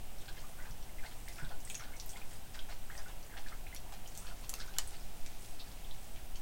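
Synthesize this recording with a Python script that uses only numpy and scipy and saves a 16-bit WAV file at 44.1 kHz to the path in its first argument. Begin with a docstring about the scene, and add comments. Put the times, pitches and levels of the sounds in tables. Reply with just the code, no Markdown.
"""Two dogs lapping from a cup

On the floor of a quiet room two dogs lap water from a small hand-held plastic cup, heard close up.
Each lick pops an air pocket, a ringing tone of rising pitch, while the peeling tongue smacks in a run of snaps.
Bubbles gurgle and wet films click throughout, water sloshes, a muzzle bumps the cup and teeth knock it.
Floor and walls answer as decaying noise echoes; behind lie rustling fur, a swish of coat on cloth,
and shaped noise for the low rumble, room tone and microphone hiss."""
import sys
import numpy as np
from scipy import signal
from scipy.fft import rfft, irfft, next_fast_len
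from scipy.io import wavfile

SR = 44100
rng = np.random.default_rng(int(sys.argv[2]) if len(sys.argv) > 2 else 0)


def dump(signal):
    """Clip the signal to [-1, 1] and save it as 16-bit WAV at the path in sys.argv[1]."""
    limited = np.clip(np.atleast_2d(signal).T, -1, 1)
    pcm = np.round(limited * 32767).astype(np.int16)
    wavfile.write(sys.argv[1], SR, pcm)


N = 282681  # samples, about 6.4 s


def undb(db):
    """Decibels to amplitude gain."""
    return 10 ** (np.asarray(db) / 20)


def clock(length_s):
    """Sample times of a short sound, in seconds."""
    return np.arange(int(length_s * SR)) / SR


def add(track, start_s, sound, level_db):
    """Mix a short sound in; level_db is its energy spread over a hundredth of a second."""
    start = max(int(start_s * SR), 0)
    loudness = np.sqrt(np.sum(sound ** 2) / (SR / 100) + 1e-18)
    sound = sound * undb(level_db) / loudness
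    track[start:start + len(sound)] += sound[:max(N - start, 0)]


def band(x, centre_hz, octaves):
    """Causal band-pass reaching the given octaves either side of its centre, within safe limits."""
    reach = 2 ** np.clip(octaves, .05, 3)
    edges_hz = np.minimum([centre_hz / reach, centre_hz * reach], [.4 * SR, .47 * SR])
    return signal.sosfilt(signal.butter(2, edges_hz, "band", fs=SR, output="sos"), x)


def grain(grain_db, hold):
    """Uneven gain that jumps at random every `hold` samples, grain_db being the standard deviation."""
    steps = rng.standard_normal(N // hold + 1)
    return undb(grain_db * np.repeat(steps, hold)[:N])


def burst(centre_hz, octaves, decay_ms):
    """A snap: a spray of random signs starts at full strength and dies quickly, inside one band."""
    t = clock(.03)
    spray = rng.choice([-1, 1], len(t)) * np.exp(-t * 1000 / decay_ms)
    return band(spray, centre_hz, octaves)


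def chirp(pitch_hz, glide, ring_ms, rise_ms=0.49, rise_ms_per_octave=12):
    """One bubble: a dying tone sliding up by glide octaves per ring time; longer slides swell slower."""
    ms = clock(.06) * 1000
    # the slide passes pitch_hz at 0.95 ring times and stops at 1.45
    slide = np.minimum(ms / ring_ms, 1.45) - .95
    track_hz = pitch_hz * 2 ** (glide * slide)
    swell = 1 - np.exp(-ms / (rise_ms + rise_ms_per_octave * abs(glide)))
    return np.sin(2 * np.pi * np.cumsum(track_hz) / SR) * swell * np.exp(-ms / ring_ms)


def room(x, near_db, near_s, far_db, t60_s, damp_hz):
    """Floor, cabinets and bodies reflect from 2 ms on; a denser tail swells in; both lose treble."""
    t = clock(.4)
    sparse = rng.standard_normal(len(t)) * (rng.random(len(t)) < .2)
    near = sparse * np.exp(-t / near_s) * (t > .002)
    far = rng.standard_normal(len(t)) * np.exp(-np.log(1000) * t / t60_s) * np.minimum(t / 0.0079, 1)
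    echoes = undb(near_db) * near / np.linalg.norm(near) + undb(far_db) * far / np.linalg.norm(far)
    damping = signal.butter(1, min(damp_hz, SR * .45), fs=SR, output="sos")
    return x + signal.fftconvolve(x, signal.sosfilt(damping, echoes))[:N]


def noise(spectrum):
    """Random noise whose density follows (Hz, dB per Hz) points."""
    hz, db = np.transpose(spectrum)
    size = next_fast_len(N)
    f = np.maximum(np.fft.rfftfreq(size, 1 / SR), 1)
    gain = undb(np.interp(np.log(f), np.log(hz), db)) * np.sqrt(SR / 2)
    return irfft(rfft(rng.standard_normal(size)) * gain, size)[:N]


# slow pressure rumble: freq_hz [Hz], density_db [dB per Hz]
RUMBLE = [(1, -44.5), (7, -49), (14, -58.5), (28, -63), (45, -71.5), (75, -79), (140, -91.5), (400, -125)]


def rumble():
    """Slow pressure changes reach the microphone as noise that weakens with frequency."""
    return noise(RUMBLE)


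# quiet room tone and microphone hiss: freq_hz [Hz], density_db [dB per Hz]
AIR = [(100, -80), (200, -85.5), (320, -89), (520, -91.5), (730, -86.5), (1100, -96), (2100, -97.5),
       (2700, -96), (4300, -101), (7500, -101), (8200, -99.5), (9700, -101.5), (12500, -102),
       (15500, -100.5)]


def air():
    """Room tone and microphone hiss are one steady noise with a fixed colour."""
    return noise(AIR)


def coat(centre_hz=3700, octaves=0.99, grain_db=3, level_db=-65.5):
    """Long hair drags over cloth as the dogs push in: an uneven swish that rises, holds and fades."""
    start_s, end_s, rise_s, fade_s = 4.0, 6.4, 0.14, 0.69
    t = np.arange(N) / SR
    drag = np.clip(np.minimum((t - start_s) / rise_s, (end_s - t) / fade_s), 0, 1)
    catches = grain(grain_db, hold=200)
    swish = band(rng.standard_normal(N) * catches, centre_hz, octaves)
    return swish / np.std(swish) * drag * undb(level_db)


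# colour of the rustle: freq_hz [Hz], relative_db [dB]
FUR = [(1500, -20), (3500, -4.5), (6000, 0), (8300, 2), (10500, 0), (14500, -20), (16000, -1.5)]
# separate brushes of fur: peak_s [s], level_db [dB]
BRUSHES = [(.22, -74), (.49, -61), (1.08, -60), (1.33, -58), (1.72, -55.5), (2.11, -56.5), (2.33, -58.5),
           (2.98, -58), (4.2, -55), (4.9, -61), (5.46, -57.5), (6.05, -60.5)]


def rustle(grain_db=3, ticks_per_s=24, tick_db=-66, tick_hz=8250, follow=0.88):
    """Fur brushes in a grainy hiss that swells and fades; tiny high ticks grow with the movement."""
    brush_s, rest_db = 0.054, -76.5  # swell and fade time constant; rustle between brushes
    t = np.arange(N) / SR
    swells = sum(undb(db) * np.exp(-np.abs(t - s) / brush_s) for s, db in BRUSHES)
    level_db = 20 * np.log10(swells + undb(rest_db))
    hiss = noise(FUR) * grain(grain_db, hold=128)
    out = hiss / np.std(hiss) * undb(level_db)
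    for place, size in rng.random((int(ticks_per_s * N / SR), 2)):
        stir_db = level_db[int(place * N)] - level_db.mean()
        tick = burst(tick_hz, 0.034, decay_ms=4.3)
        add(out, place * N / SR, tick, tick_db + follow * stir_db - 6 * size)
    return out


# soft bumps of a muzzle against the held cup:
# start_s [s], pitch_hz [Hz], level_db [dB, before the offsets below]
BUMPS = [(0.701, 134, -50.5), (1.424, 140, -45), (3.382, 262, -58)]


def bumps(thud_s=0.0029, thud_db=-5, shudder_s=0.017, octaves=.55, shudder_db=-2):
    """A furry muzzle gives one dull thud, and the held cup shudders unevenly against it."""
    out, t = np.zeros(N), clock(.1)
    for s, hz, db in BUMPS:
        thud = np.sin(2 * np.pi * hz * t) * t * np.exp(-t / thud_s)
        add(out, s, thud, db + thud_db)
        shudder = rng.standard_normal(len(t)) * np.exp(-t / shudder_s)
        add(out, s, band(shudder, hz, octaves), db + shudder_db)
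    return out


# teeth against the cup: start_s [s], level_db [dB, before the offsets below], centre_hz [Hz],
# spread [octaves either side], tuning [ratio on the cup's pitches], spatter_db [dB, added to level_db]
# (the crack's spread is widened by a tenth, the spatter has its own band)
KNOCKS = [(4.494, -41.5, 8550, 0.88, 1.06, -13), (4.5394, -41.5, 5400, 1.6, 0.91, -14),
          (4.785, -32, 3500, 2.1, 1.005, -10)]
# what the cup rings with: pitch_hz [Hz, before tuning], relative_db [dB], t60_s [s]
CUP = [(667, -25, .13), (786, -14, .022), (950, -20, 0.02), (1207, -23.5, 0.059), (1840, -10.5, 0.011),
       (2120, -27, .045), (2960, -9, 0.026), (4540, 0.5, 0.0048), (5000, -2, .005), (5990, -16, 0.038),
       (6950, 6.5, 0.0059), (8800, -6, 0.0079), (10360, -6.5, .007), (13830, 3.5, 0.0045)]


def knocks(crack_db=-4.5, crack_ms=0.7, splash_ms=13, ring_db=-1.5):
    """A hard contact cracks and rings the cup, which the hand damps quickly, and the water spatters."""
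    rings, cracks, t = np.zeros(N), np.zeros(N), clock(.15)
    onset = 1 - np.exp(-t / 0.00033)
    for s, db, centre_hz, octaves, tuning, spatter_db in KNOCKS:
        ring = np.zeros(len(t))
        for hz, mode_db, t60_s in CUP:
            decay = np.exp(-np.log(1000) * t / t60_s)
            ring += undb(mode_db) * np.sin(2 * np.pi * hz * tuning * t) * decay
        # each spot rings with its own colour
        add(rings, s, band(ring * onset, centre_hz, octaves), db + ring_db)
        add(cracks, s - .0002, burst(centre_hz, 1.1 * octaves, crack_ms), db + crack_db)
        add(cracks, s + .00105, burst(2200, 1.8, splash_ms), db + spatter_db)
    return rings, cracks


def slosh(licks, centre_hz=780, octaves=0.64, settle_s=0.033, gain_db=-5.5, grain_db=3):
    """Water rocks in the cup with every lick: a low, soft wash follows the loudness of the mouths."""
    keep = np.exp(-1 / (max(settle_s, .01) * SR))
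    stirring = signal.lfilter([1 - keep], [1, -keep], np.abs(band(licks, 1900, 0.99)))
    ripples = grain(grain_db, hold=300)
    wash = band(rng.standard_normal(N) * ripples, centre_hz, octaves)
    return wash / np.std(wash) * stirring * undb(gain_db)


# gurgles: start_s [s], length_s [s], first_pitch_hz [Hz], last_pitch_hz [Hz],
# level_db [dB, before gain_db, shared among the bubbles]
GURGLES = [(.594, .04, 1500, 2000, -57), (.657, .025, 1700, 1350, -57), (1.024, .04, 1452, 1970, -46),
           (1.037, .015, 690, 845, -51), (1.392, .06, 1690, 1440, -54), (1.505, .045, 770, 765, -54),
           (1.507, .04, 1150, 1340, -57), (1.806, .05, 2100, 1702, -54), (2.128, .05, 741, 1000, -51.5),
           (2.701, .03, 686, 915, -56), (2.975, .045, 1900, 1450, -53), (3.292, .06, 1980, 1650, -52),
           (3.373, .02, 650, 892, -55), (3.468, 0.078, 1792, 1400, -58), (4.208, .105, 1198, 1510, -53),
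           (4.597, .026, 1450, 2100, -50), (4.592, .04, 4340, 4050, -52)]


def gurgles(bubbles_per_s=140, scatter_octaves=0.13, scatter_db=3, glide=0.23, ring_ms=3.4, gain_db=-3):
    """Small bubbles follow closely, their pitch drifting as the hollow under the tongue changes size."""
    out = np.zeros(N)
    for s, length, first_hz, last_hz, db in GURGLES:
        count = max(int(length * bubbles_per_s), 2)
        share_db = db + gain_db - 10 * np.log10(count)
        places = (np.arange(count) + rng.random(count)) / count
        chance = np.tanh(rng.standard_normal((count, 2)))
        for place, (pitch, size) in zip(places, chance):
            drift_hz = first_hz * (last_hz / first_hz) ** place
            bubble = chirp(drift_hz * 2 ** (scatter_octaves * pitch), glide, ring_ms)
            add(out, s + place * length, bubble, share_db + scatter_db * size)
    return out


def small_films(count=2, spread_s=.055, centre_hz=6000, scatter_octaves=0.5, octaves=0.21,
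                level_db=-64, scatter_db=3.5):
    """Faint film clicks scattered around every lick, as rows like those of CLICKS."""
    films = []
    for s, *_ in LICKS:
        for when, pitch, size in rng.standard_normal((count, 3)):
            hz = centre_hz * 2 ** (scatter_octaves * np.tanh(pitch))
            films.append((s + spread_s * when, hz, octaves, level_db + scatter_db * np.tanh(size)))
    return films


# the sharpest wet films snapping on lips and tongue: start_s [s], centre_hz [Hz],
# spread [octaves, before breadth], level_db [dB, before gain_db or edge_db]
CLICKS = [(.391, 4900, .25, -59), (.71, 5500, .15, -59), (1.062, 4400, .15, -57), (1.2852, 6330, 0.6, -52),
          (1.359, 5500, .7, -58), (1.449, 3600, .15, -57), (1.65, 7000, .25, -55), (1.677, 6500, .35, -58),
          (1.6989, 7850, 0.12, -47.5), (1.7008, 2900, .15, -48), (1.7453, 3850, 0.64, -48.5),
          (1.7975, 1900, 0.33, -53.5), (1.966, 5800, .3, -57), (1.9992, 5140, 0.49, -47),
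          (2.0617, 14020, .15, -51.5), (2.0935, 7000, 0.19, -51), (2.5912, 3460, 0.26, -49),
          (2.978, 5500, 0.12, -52), (3.3685, 1900, 0.23, -53.5), (3.7478, 7690, 0.53, -50),
          (3.763, 4700, 0.37, -51), (4.076, 6030, 0.22, -55), (4.1517, 4600, 0.61, -55),
          (4.1756, 7100, .6, -47.5), (4.269, 3500, 0.31, -56), (4.4995, 8400, 0.25, -45),
          (4.554, 6070, 1.2, -54), (4.603, 5200, 0.29, -51), (4.739, 3500, 0.49, -58),
          (4.7655, 3200, 0.092, -58), (4.8751, 8400, .15, -51), (5.2626, 3760, 0.73, -51.5),
          (6.161, 2880, 0.33, -58), (6.359, 5600, 0.53, -55)]


def clicks(decay_ms=0.91, breadth=1.34, gain_db=-0.5, edge_db=-8):
    """Thin films of saliva break in about a millisecond; the bright ones add a crisp edge near 13 kHz."""
    out = np.zeros(N)
    for s, hz, octaves, db in list(CLICKS) + small_films():
        add(out, s, burst(hz, breadth * octaves, decay_ms), db + gain_db)
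        if hz > 6000:
            add(out, s, burst(13200, 0.36, decay_ms=0.31), db + edge_db)
    return out


# licks, each an air pocket and a smack: start_s [s], pitch_hz [Hz], pop_level_db [dB],
# smack_start_s [s], smack_centre_hz [Hz], smack_spread [octaves], smack_length_s [s], smack_level_db [dB]
# (levels and spread are before the trims in the functions that play them)
LICKS = [(0.204, 3570, -60, .21, 2800, .9, .025, -60), (0.283, 1570, -52, .279, 3500, 0.27, 0.015, -52),
         (0.375, 1780, -55, .36, 3100, 0.45, 0.033, -58), (0.653, 1594, -52.5, .652, 1290, 0.37, .026, -56),
         (1.039, 1600, -52, 1.035, 1800, .62, 0.033, -52.5),
         (1.112, 3430, -60, 1.108, 3000, 0.69, .025, -59),
         (1.386, 1420, -48, 1.381, 1687, 0.25, 0.022, -50.5),
         (1.43, 1480, -50, 1.425, 2600, .6, 0.026, -66), (1.507, 760, -48, 1.502, 1050, .33, 0.02, -52.5),
         (1.806, 1360, -50, 1.8, 2900, 0.5, 0.054, -52.5),
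         (2.158, 2107, -51, 2.165, 2080, 0.7, 0.019, -53.5),
         (2.317, 1900, -63, 2.31, 2200, 0.63, 0.048, -57.5),
         (2.545, 1890, -51, 2.542, 2570, .7, 0.017, -51),
         (2.692, 660, -52.5, 2.687, 2376, 0.63, 0.044, -49.5),
         (2.981, 660, -53, 2.978, 1693, .7, 0.026, -55),
         (3.059, 1440, -50.5, 3.078, 1495, .8, 0.037, -54.5),
         (3.353, 700, -56, 3.372, 1700, 0.9, .018, -49.5), (3.462, 1746, -52, 3.47, 2800, 0.64, 0.017, -54),
         (3.52, 1308, -51, 3.51, 1400, 0.3, .04, -63), (3.926, 780, -55, 3.921, 1800, 1.1, 0.029, -52),
         (4.247, 1430, -58, 4.245, 2286, 0.61, 0.06, -54.5),
         (4.438, 1090, -59, 4.437, 3000, 0.53, 0.011, -55),
         (4.6, 1630, -49, 4.588, 4560, 0.37, 0.034, -49.5), (4.68, 1510, -53, 4.672, 4040, .42, 0.029, -71),
         (4.923, 1497, -65, 4.918, 2100, 0.71, 0.039, -54),
         (5.601, 3785, -54, 5.594, 4180, 0.13, 0.022, -50)]
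# further bubbles that pop during and between licks: start_s [s], pitch_hz [Hz],
# level_db [dB, before trims], glide [octaves up per ring time], ring_ms [ms]
POPS = [(.378, 3150, -57, .04, 8.8), (.438, 1166, -52.5, 0.13, 5.5), (.587, 1485, -52, 0.026, 11),
        (.602, 1960, -51, .04, 8), (.612, 1500, -58, .03, 7), (.621, 2020, -57, .03, 5),
        (.892, 2130, -59.5, 0.18, 4), (.984, 2030, -52, 0.053, 5.6), (.994, 2350, -56, .1, 3),
        (1.279, 2058, -48.5, 0.32, 3.2), (1.297, 2030, -56, .03, 7), (1.413, 1840, -55, .2, 4),
        (1.452, 1561, -60, 0.029, 5), (1.65, 8230, -49, .02, 2.8), (1.674, 2010, -54, .04, 7),
        (1.749, 2650, -49.5, .08, 3), (1.7518, 6660, -38.5, 0.074, 2.5), (1.821, 1460, -52, 0.054, 4),
        (1.873, 1460, -54.5, .08, 3.7), (1.919, 1620, -56, .3, 7.8), (1.935, 2200, -55, .08, 6.2),
        (1.956, 2200, -58, .03, 5), (2.132, 3320, -56, .1, 4), (2.216, 2480, -52, 0.12, 5.5),
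        (2.575, 1530, -52, .05, 7.7), (2.898, 1680, -46, .36, 5.2), (2.928, 2040, -57, .03, 8),
        (2.951, 1900, -49, 0.052, 6.6), (3.12, 2740, -61.5, 0.054, 5), (3.338, 1590, -54.5, 0.28, 4),
        (3.525, 1950, -53, 0.31, 3.1), (3.666, 2400, -51, 0.23, 4.5), (3.727, 2030, -50, .05, 4.5),
        (3.754, 2250, -56, .1, 1.7), (3.861, 930, -54, .1, 6), (4.059, 3070, -54.5, .1, 3.2),
        (4.277, 1605, -57, .2, 3.05), (4.31, 1420, -55.5, .04, 5), (4.532, 1147, -53, .4, 2.7),
        (4.583, 1330, -56, .05, 6), (4.63, 1530, -59, .02, 7), (4.746, 830, -58, .05, 6),
        (4.694, 3860, -61, .16, 3.8), (4.765, 1500, -54, .12, 2.6), (4.96, 4500, -59, .1, 3),
        (5.008, 5200, -60, .04, 4), (5.845, 3370, -55, 0.22, 3), (5.9105, 3700, -50, 0.21, 2.2),
        (6.355, 3090, -55, .1, 2.3)]
GLIDE_OCTAVES, POCKET_RING_MS = 0.16, 4.55  # a lick's pocket: octaves up per ring time; ring time, ms


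def pockets():
    """Every lick's air pocket and every further bubble, as rows like those of POPS."""
    in_licks = [(*lick[:3], GLIDE_OCTAVES, POCKET_RING_MS) for lick in LICKS]
    return in_licks + list(POPS)


def dribble(count=6, spread_s=.04, lead_s=.002, octaves=0.42, scatter_db=4, gain_db=-20):
    """From just before every pocket's pop, the stirred water sheds a scatter of much fainter bubbles."""
    out = np.zeros(N)
    for s, hz, db, *_ in pockets():
        for when, pitch, size in rng.standard_normal((count, 3)):
            own_hz = np.clip(hz * 2 ** (octaves * pitch), 500, 12000)
            bubble = chirp(own_hz, .12, ring_ms=2.4)
            own_db = db + gain_db + scatter_db * np.tanh(size)
            add(out, s - lead_s + spread_s * abs(when), bubble, own_db)
    return out


def spatter(count=14, spread_s=.03, centre_hz=4100, octaves=0.44, scatter_db=4, gain_db=-20):
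    """Each smack throws a fine spray of droplets that tick as they land."""
    out = np.zeros(N)
    for *_, s, _, _, length, db in LICKS:
        for when, pitch, size in rng.standard_normal((count, 3)):
            droplet = chirp(centre_hz * 2 ** (octaves * np.tanh(pitch)), .08, ring_ms=0.88)
            at_s = s + length / 2 + spread_s * (abs(when) - .4)
            add(out, at_s, droplet, db + gain_db + scatter_db * np.tanh(size))
    return out


def smacks(snaps_per_s=560, scatter_db=4, gain_db=0.64):
    """A peeling tongue breaks many tiny films, each with its own pitch and size."""
    out = np.zeros(N)
    for *_, s, hz, octaves, length, db in LICKS:
        count = max(int(length * snaps_per_s), 2)
        chance = rng.standard_normal((count, 2))
        times = s + length * (np.arange(count) + rng.random(count)) / count
        sizes_db = scatter_db * chance[:, 0]
        # the snaps share the smack's energy
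        sizes_db = sizes_db - 10 * np.log10(np.sum(undb(sizes_db) ** 2))
        for at, size_db, shift in zip(times, sizes_db, np.tanh(chance[:, 1])):
            snap = burst(hz * 2 ** (1.38 * octaves * shift), 1.1 * octaves, decay_ms=1.0)
            add(out, at, snap, db + size_db + gain_db)
    return out


def strays(count=2, spread_s=.06, octaves=0.41, below_db=-13):
    """Each lick has fainter bubbles that burst a little before or after it, as rows like those of POPS."""
    usual_hz = np.median([hz for _, hz, *_ in pockets()])
    bubbles = []
    for s, _, db, *_ in LICKS:
        for when, pitch in rng.standard_normal((count, 2)):
            hz = usual_hz * 2 ** (octaves * np.tanh(pitch))
            bubbles.append((s + spread_s * when, hz, db + below_db, GLIDE_OCTAVES, POCKET_RING_MS))
    return bubbles


def pops(spray_db=-10, gain_db=-3.0):
    """A small cavity rings as it opens, sliding up in pitch, with a little wet spray."""
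    out = np.zeros(N)
    for s, hz, db, glide, ring_ms in pockets() + strays():
        add(out, s, chirp(hz, glide, ring_ms), db + gain_db)
        add(out, s, burst(hz, 0.42, decay_ms=2.4), db + gain_db + spray_db)
    return out


def scene():
    """Mouths arrive with clear room echoes, clicks with the strongest; the cup's ring is more direct."""
    background = rumble() + air() + coat() + rustle()
    rings, cracks = knocks()
    cup = room(rings, near_db=-7.5, near_s=0.011, far_db=-14, t60_s=0.23, damp_hz=10000)
    cup = cup + room(cracks, near_db=-5.5, near_s=0.011, far_db=-6.5, t60_s=0.3, damp_hz=7500)
    films = room(clicks(), near_db=-1.5, near_s=0.012, far_db=-3, t60_s=0.23, damp_hz=11200)
    licks = gurgles() + dribble() + spatter() + smacks() + pops()
    mouths = licks + slosh(licks) + bumps()
    mouths = room(mouths, near_db=-5, near_s=0.012, far_db=-7.0, t60_s=0.21, damp_hz=10600)
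    return (background + cup + films + mouths)[None]


def record(dry, top_hz=15900):
    """The recorder cuts the treble steeply above top_hz."""
    return signal.sosfilt(signal.ellip(10, .1, 70, top_hz, fs=SR, output="sos"), dry)


dry = scene()
out = record(dry)
dump(out)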